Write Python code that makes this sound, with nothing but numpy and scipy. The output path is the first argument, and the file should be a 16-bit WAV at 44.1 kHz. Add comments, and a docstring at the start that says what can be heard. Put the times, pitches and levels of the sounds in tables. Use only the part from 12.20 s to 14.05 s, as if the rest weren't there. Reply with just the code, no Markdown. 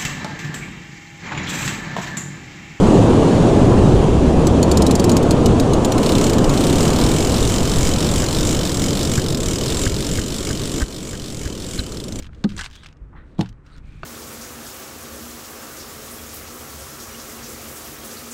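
"""First a net ticks and slides over a plastic kayak deck, then a freshly landed fish slaps the hollow hull.
It shakes its wet tail in the mesh, slaps the hull again, and near the end the net frame knocks on the deck.
Wind and water rumble softly underneath.
Hull, deck and frame are sets of decaying tones; skin, mesh, water and wind are shaped noise or tiny clicks."""
import sys
import numpy as np
from scipy import signal
from scipy.fft import rfft, irfft
from scipy.io import wavfile

SR = 44100
rng = np.random.default_rng(int(sys.argv[2]) if len(sys.argv) > 2 else 0)


def output_pcm(signal):
    """Save a mono or channel-first signal as 16-bit PCM at the path in sys.argv[1].

    Samples are clipped to [-1, 1] before scaling.
    """
    pcm = np.clip(np.atleast_2d(signal).T, -1, 1) * 32767
    wavfile.write(sys.argv[1], SR, np.round(pcm).astype(np.int16))


N = 81585
T = np.arange(N) / SR  # time of each sample [s]

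# In all tables t60 is the time to fade by 60 dB, and levels are relative.
# The fish hits the hull: (time [s], level [dB], spot [0 side wall, 1 floor], rise [s])
HULL_HITS = [(.2440, -1, 0, 0.014), (1.1863, -19.5, 1, 0.007), (1.192, -7, 1, 0.0053),
             (1.2135, -14.5, 1, 0.0068)]
# Tones of the hollow hull: (pitch [Hz], t60 [s], side wall level [dB], floor level [dB])
HULL_MODES = [(114, 0.43, -37, -11), (154, 0.11, -46, -23), (173, 0.09, -8.5, 1.5), (191, 0.151, -13, -6.5),
              (199.8, 0.23, -10, -25.5), (211.3, 0.09, 3.5, -3), (264.4, 0.042, 4.5, 4.5),
              (308.3, 0.088, -11, -4), (386, 0.051, -7.5, -9), (440, 0.1, -29.5, -14),
              (528.3, 0.049, -13.5, -13), (759, 0.032, -9.5, -9.5), (805, 0.048, -20, -16),
              (952, 0.089, -36, -20.5), (1240, 0.055, -24, -33.5)]
# Wet skin smacks the plastic: (time [s], level [dB], t60 [s], smack pitch [Hz], its share [dB])
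SKIN_SLAPS = [(0.2396, -24, 0.035, 4250, -5), (0.243, -32.5, 0.032, 1670, 1.5),
              (1.1815, -45.5, 0.085, 3700, -5), (1.1908, -28.5, 0.033, 1090, -4),
              (1.2002, -37.5, 0.18, 4320, -27), (1.209, -19, 0.029, 3800, -7),
              (1.2245, -39, 0.069, 2990, -15)]
# Spectrum of the smacks: (frequency [Hz], level [dB])
SLAP_COLOUR = [(200, -33.5), (500, -1.5), (800, 12.5), (1200, 0.5), (2200, -6.5), (3000, -2.5), (3800, -4),
               (5000, -10.5), (7300, -15), (9000, -16.5), (10000, -29), (13000, -27.5), (15500, -45)]
# Hard edges of gill cover and fins crack on the deck: (time [s], level [dB])
DECK_HITS = [(.2407, -22), (.3806, -31), (.4104, -31), (1.2110, -19)]
# Ring of the stiff deck skin: (pitch [Hz], level [dB], t60 [s])
DECK_MODES = [(1660, -11.5, 0.01), (3780, -6.5, 0.012), (4400, -8.5, 0.0089), (5330, -3, 0.0037),
              (6860, -9, 0.004)]
# Tail strokes in the wet mesh: (time [s], level [dB], t60 [s], squelch pitch [Hz], its share [dB])
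TAIL_STROKES = [(0.3651, -35, 0.048, 7200, 0.5), (0.3767, -24.5, 0.061, 3640, -15),
                (0.378, -31, 0.043, 3670, -8.5), (0.3907, -24.5, 0.1, 1510, 2),
                (0.393, -28.5, 0.057, 1950, -5.5), (0.41, -27, 0.057, 1110, 4),
                (0.4144, -32.5, 0.089, 1580, 1), (0.4288, -46.5, 0.059, 2900, 10),
                (0.435, -32.5, 0.12, 2830, -6.5), (0.442, -26.5, 0.046, 3560, -8.5),
                (0.452, -29.5, 0.05, 2200, -21), (0.4606, -32.5, 0.042, 4220, -5)]
# Spectrum of the strokes: (frequency [Hz], level [dB])
STROKE_COLOUR = [(250, 4), (600, -11), (1020, -2.5), (1350, -11.5), (1620, 1.5), (1850, -7), (2130, -0.5),
                 (2450, -9.5), (3050, -3), (5000, -6.5), (8800, -11.5), (9800, -22), (15500, -32)]
# Mesh and line snap over the deck: (time [s], level [dB], t60 [s], tilt [dB per octave])
NET_TICKS = [(.001, -39.5, 0.03, 4), (0.0238, -34.5, 0.04, 1), (0.0309, -38.5, 0.02, 5.5),
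             (0.044, -36, 0.015, -1.5), (0.053, -40.5, 0.029, -5), (0.0661, -40, 0.048, -0.5),
             (0.092, -40.5, 0.018, -18.5), (0.1313, -43.5, 0.022, -6.5), (0.147, -47.5, 0.038, 1.5),
             (0.291, -38, 0.099, 3), (0.297, -47.5, 0.012, 3.5), (0.302, -38, 0.025, 3),
             (0.3182, -40, 0.07, -0.5), (0.336, -49, 0.059, -4), (0.5004, -48, 0.037, 6),
             (0.511, -42.5, 0.037, 4), (0.52, -47, .015, 5), (0.529, -44, 0.31, 3), (0.5535, -38, 0.047, 5),
             (0.561, -38.5, 0.031, 3.5), (0.6332, -39, 0.064, -1), (0.645, -41, .04, -1),
             (0.6602, -32.5, 0.016, -1), (0.665, -38.5, 0.036, 3), (0.6864, -42.5, 0.024, 0.5),
             (0.7264, -48, 0.029, 1), (0.769, -56, 0.034, 0.5), (1.245, -41, 0.039, -8),
             (1.259, -40.5, 0.094, -2), (1.2898, -43, 0.05, 4.5), (1.3266, -50.5, 0.018, 0),
             (1.4635, -48, 0.044, 2), (1.564, -52, 0.018, 7), (1.575, -54, .015, 8),
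             (1.5806, -45.5, 0.025, 3)]
# Spectrum of the ticks and the frame's crack: (frequency [Hz], level [dB])
TICK_COLOUR = [(400, -21.5), (900, 0), (1550, 6), (2100, 3), (3000, 6.5), (4300, -0.5), (5200, -1.5),
               (7000, -7.5), (9000, -18), (10000, -21.5), (15500, -34)]
# Mesh and fish slide on the deck:
# (time [s], length [s], level [dB], tilt [dB per octave], rub pitch [Hz], its share [dB])
NET_SLIDES = [(0, 0.072, -60, 7.5, 4260, -36), (0.12, 0.37, -63.5, 3.5, 1630, -28),
              (0.278, 0.21, -55, 5.5, 4000, -23), (0.46, 0.051, -56.5, -6, 4000, -25),
              (0.513, 0.16, -59, 3.5, 3550, 1), (0.658, 0.062, -61.5, 1.5, 2670, -6),
              (1.052, 0.21, -67.5, 2, 3900, -15), (1.45, 0.15, -60, 1.5, 1380, 0),
              (1.521, 0.037, -70.5, 0, 4130, 11), (1.65, 0.44, -60.5, 4, 2370, -0.5)]
# Spectrum of the slides: (frequency [Hz], level [dB])
SLIDE_COLOUR = [(500, -19), (1000, 9.5), (1450, 12), (1950, 7.5), (2450, 4.5), (3200, 1), (4100, 0.5),
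                (5200, -8), (7000, -11), (8800, -14.5), (10000, -25.5), (15500, -30.5)]
# Brief squeaks of the wet mesh: (peak time [s], half-width [s], level [dB], pitch [Hz])
MESH_SQUEAKS = [(0.578, 0.0075, -47, 3300), (0.641, 0.009, -56.5, 8080), (1.54, 0.033, -73, 8600)]
# The net frame meets the deck: (time [s], level [dB])
FRAME_HITS = [(1.8322, -22.5), (1.8397, -38)]
# Tones of the frame and deck: (pitch [Hz], level [dB], t60 [s])
FRAME_MODES = [(160, -12, 0.28), (380, -8, 0.047), (650, -2, 0.026), (1090, -16, 0.026), (1260, 4.5, 0.016),
               (1380, -5, 0.015), (1470, -6.5, 0.041), (2310, -11, 0.023), (2660, -4.5, 0.015),
               (3800, -23, 0.033), (4410, -16, 0.028), (6900, -30, .016)]
# Dull bumps of the boat: (time [s], level [dB], pitch [Hz])
BOAT_BUMPS = [(0.815, -21, 49.3)]
# Changing level of the low slosh under the hull: (time [s], level [dB])
SLOSH_LEVEL = [(0, -41), (.08, -65.5), (.16, -50.5), (.3, -49), (.39, -43.5), (.48, -73), (.7, -63),
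               (.85, -59), (.95, -55), (1.12, -49.5), (1.35, -69), (1.6, -62.5), (1.85, -61)]
# Spectrum of the slosh: (frequency [Hz], level [dB])
SLOSH_COLOUR = [(150, -6), (280, -0.5), (420, -7.5), (560, -13), (800, -25), (2000, -48)]
# Small waves lap at the hull: (time [s], level [dB], rise [s], t60 [s], tilt [dB per octave])
WAVE_LAPS = [(0.9294, -47.5, 0.00065, 0.094, -11), (.950, -43.5, 0.0025, 0.084, -5.5),
             (0.957, -44.5, 0.011, 0.3, 3.5)]
# Spectrum of the laps: (frequency [Hz], level [dB])
LAP_COLOUR = [(400, -23), (900, 4.5), (1400, 6), (1950, 5.5), (2500, -10), (4000, -16), (4700, -34),
              (9000, -47)]
# Spectrum of the steady water: (frequency [Hz], level [dB])
WATER_COLOUR = [(60, 6), (100, -16.5), (145, 7), (200, -15.5), (245, -7), (305, -9.5), (400, -13.5),
                (700, -21), (1400, -20.5), (2200, -29.5), (4000, -45.5), (8500, -50.5), (10000, -58),
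                (15500, -74)]
# Changing level of the wind rumble: (time [s], level [dB])
WIND_LEVEL = [(0, -36.5), (.2, -38.5), (.27, -38.5), (.32, -31), (.39, -32.5), (.45, -42), (.6, -46),
              (.69, -43.5), (.79, -47.5), (.84, -43), (.93, -46.5), (.97, -39), (1.1, -46), (1.3, -38),
              (1.43, -51.5), (1.56, -40.5), (1.85, -39.5)]
# Spectrum of the wind: (frequency [Hz], level [dB])
WIND_COLOUR = [(12, -1), (28, 0.5), (50, -2), (75, -3), (110, -8.5), (170, -12), (300, -23), (700, -106)]

SHARP_RISE_S, SHAKE_RISE_S = .0006, .0016
SNAP_DB, SNAP_RISE_S, SNAP_T60_S = 3, .0003, .014
SQUELCH_Q, SQUEAK_Q, RUB_Q, GRAIN_Q = 4.06, 18, 5.4, 4  # higher Q means a clearer pitch
SHAKE_GRAINS_PER_S, SHAKE_GRAIN_DB = 9000, 3.5
CLUMPS_PER_S, CLUMP_DB = 330, 2.3
SLIDE_GRAINS_PER_S, SLIDE_GRAIN_DB = 9000, 3
SLIDE_FADE_SHARE = 0.048  # of the slide's length
PRESSURE_PER_S, RUB_SPREAD_DB = 160, 1
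KNOCK_CRACK_DB, KNOCK_CRACK_T60_S = -18, 0.051
BUMP_RISE_S, BUMP_T60_S = .006, .12
WATER_DB = -50
CUTOFF_HZ = 16000


def from_db(db):
    """Turn decibels into gain."""
    return 10 ** (np.asarray(db) / 20)


def rms_one(x):
    """Scale to an average strength (rms) of one."""
    return x / np.sqrt(np.mean(x ** 2) + 1e-20)


def hiss():
    """White noise."""
    return rng.standard_normal(N)


def coloured(x, colour, tilt_db=0):
    """Give a sound a spectrum, tilted per octave and falling away past both ends; rms 1."""
    hz, db = np.transpose(colour)
    octave = np.log2(np.maximum(np.arange(N // 2 + 1) * SR / N, 1))
    knots = np.log2(hz)
    outside = np.abs(octave - np.clip(octave, knots[0], knots[-1]))
    tilted_db = db + tilt_db * (knots - knots[0])
    shape_db = np.interp(octave, knots, tilted_db) - 12 * outside  # 12 dB per octave
    return rms_one(irfft(rfft(x) * from_db(shape_db), N))


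def resonant(x, hz, q):
    """Pass a sound twice through one resonance, which gives it a pitch; rms 1."""
    b, a = signal.iirpeak(min(hz, .4 * SR), max(q, 1), fs=SR)
    once = signal.lfilter(b, a, x)
    return rms_one(signal.lfilter(b, a, once))


def grains(per_s, spread_db):
    """Random tiny slips of uneven size, each ringing a few cycles at one of 16 pitches."""
    pitches = np.geomspace(700, 13000, 16)  # Hz
    sizes = from_db(spread_db * np.minimum(rng.exponential(1, N), 4))
    clicks = (rng.random(N) < per_s / SR) * sizes * rng.choice([-1, 1], N)
    pitch_choice = rng.integers(0, len(pitches), N)
    out = np.zeros(N)
    for k, hz in enumerate(pitches):
        b, a = signal.iirpeak(hz, GRAIN_Q, fs=SR)
        out += signal.lfilter(b, a, clicks * (pitch_choice == k) + 1e-18)
    return out


def flicker(per_s, spread_db):
    """A randomly wandering gain."""
    return from_db(spread_db * np.interp(T * per_s, np.arange(N), hiss()))


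def burst(s, rise_s, t60):
    """Envelope that rises at time s and dies away."""
    age = np.maximum(T - s, 0)
    return (1 - np.exp(-age / rise_s)) * np.exp(-np.log(1000) * age / t60)


def contact(s, rise_s, t60):
    """Envelope of a contact: a brief snap added to a tail."""
    snap = from_db(SNAP_DB) * burst(s, SNAP_RISE_S, SNAP_T60_S)
    return .5 * (burst(s, rise_s, t60) + snap)


def ring(s, hz, t60, rise_s):
    """One tone struck at time s and fading."""
    return burst(s, rise_s, t60) * np.sin(2 * np.pi * hz * (T - s))


def hull_thumps():
    """The soft body drives the hollow hull; the spot it hits sets how loud each tone is."""
    out = np.zeros(N)
    for s, db, spot, rise_s in HULL_HITS:
        for hz, t60, *spot_db in HULL_MODES:
            out += from_db(db + spot_db[int(round(spot))]) * ring(s, hz, t60, rise_s)
    return out


def skin_slaps():
    """Wet skin smacks the plastic around each thump: bright noise plus a pitched part."""
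    out = np.zeros(N)
    for s, db, t60, hz, share_db in SKIN_SLAPS:
        smack = from_db(share_db) * resonant(hiss(), hz, SQUELCH_Q)
        slap = coloured(hiss(), SLAP_COLOUR) + smack
        out += from_db(db) * burst(s, SHARP_RISE_S, t60) * slap
    return out


def deck_cracks():
    """Each single hard hit sets the deck skin ringing for a few milliseconds."""
    out = np.zeros(N)
    for s, db in DECK_HITS:
        for k, (hz, mode_db, t60) in enumerate(DECK_MODES):
            sign = (-1) ** k  # neighbouring tones start in opposite directions
            out += sign * from_db(db + mode_db) * ring(s, hz, t60, 1 / SR)
    return out


def tail_shakes():
    """Quick gritty strokes against the mesh, each squelching at its own pitch and catching in clumps."""
    out = np.zeros(N)
    for s, db, t60, hz, share_db in TAIL_STROKES:
        slips = coloured(grains(SHAKE_GRAINS_PER_S, SHAKE_GRAIN_DB), STROKE_COLOUR)
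        squelch = from_db(share_db) * resonant(hiss(), hz, SQUELCH_Q)
        envelope = contact(s, SHAKE_RISE_S, t60) * flicker(CLUMPS_PER_S, CLUMP_DB)
        out += from_db(db) * envelope * (slips + squelch)
    return out


def net_ticks():
    """Mesh and line snap over the deck: dry bursts of noise, each with its own brightness."""
    out = np.zeros(N)
    for s, db, t60, tilt_db in NET_TICKS:
        noise = coloured(hiss(), TICK_COLOUR, tilt_db)
        out += from_db(db) * contact(s, SHARP_RISE_S, t60) * noise
    return out


def net_slides():
    """The dragged mesh makes small slips and a rubbing pitch; longer drags swell more slowly."""
    out = np.zeros(N)
    for s, length, db, tilt_db, hz, share_db in NET_SLIDES:
        nearest_end = np.minimum(T - s, s + length - T)
        gate = .5 + .5 * np.tanh(nearest_end / (2 * SLIDE_FADE_SHARE * length))
        slips = coloured(grains(SLIDE_GRAINS_PER_S, SLIDE_GRAIN_DB), SLIDE_COLOUR, tilt_db)
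        pressure = flicker(PRESSURE_PER_S, RUB_SPREAD_DB)
        rub = from_db(share_db) * pressure * resonant(hiss(), hz, RUB_Q)
        out += from_db(db) * gate * (slips + rub)
    return out


def mesh_squeaks():
    """The wet mesh squeaks: narrow noise that quickly swells and fades."""
    out = np.zeros(N)
    for s, half_width, db, hz in MESH_SQUEAKS:
        swell = np.exp(-2 * ((T - s) / half_width) ** 2)
        out += from_db(db) * swell * resonant(hiss(), hz, SQUEAK_Q)
    return out


def frame_knocks():
    """A hard contact: a crack of noise and the short ring of frame and deck."""
    out = np.zeros(N)
    for s, db in FRAME_HITS:
        tones = sum(from_db(mode_db) * ring(s, hz, t60, SHARP_RISE_S) for hz, mode_db, t60 in FRAME_MODES)
        crack_envelope = from_db(KNOCK_CRACK_DB) * burst(s, SHARP_RISE_S, KNOCK_CRACK_T60_S)
        out += from_db(db) * (tones + crack_envelope * coloured(hiss(), TICK_COLOUR))
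    return out


def boat():
    """Water sloshes under the hull as low noise, with a dull bump as a deep fading tone."""
    bumps = sum(from_db(db) * ring(s, hz, BUMP_T60_S, BUMP_RISE_S) for s, db, hz in BOAT_BUMPS)
    slosh_gain = from_db(np.interp(T, *np.transpose(SLOSH_LEVEL)))
    return bumps + slosh_gain * coloured(hiss(), SLOSH_COLOUR)


def water():
    """A steady wash of noise round the hull, and a small lapping wave made of noise bursts."""
    out = from_db(WATER_DB) * coloured(hiss(), WATER_COLOUR)
    for s, db, rise_s, t60, tilt_db in WAVE_LAPS:
        out += from_db(db) * burst(s, rise_s, t60) * coloured(hiss(), LAP_COLOUR, tilt_db)
    return out


def wind():
    """Low buffeting on the microphone: deep noise whose level rises and falls."""
    gain = from_db(np.interp(T, *np.transpose(WIND_LEVEL)))
    return gain * coloured(hiss(), WIND_COLOUR)


def scene():
    """Add all sources into one channel, with no echo, as in open air."""
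    fish = hull_thumps() + skin_slaps() + deck_cracks() + tail_shakes()
    net = net_ticks() + net_slides() + mesh_squeaks() + frame_knocks()
    return (fish + net + boat() + water() + wind())[None]


def record(dry):
    """Cut the highest treble steeply."""
    low_pass = signal.ellip(10, .1, 80, CUTOFF_HZ, fs=SR, output="sos")
    return signal.sosfilt(low_pass, dry)


dry = scene()
out = record(dry)
output_pcm(out)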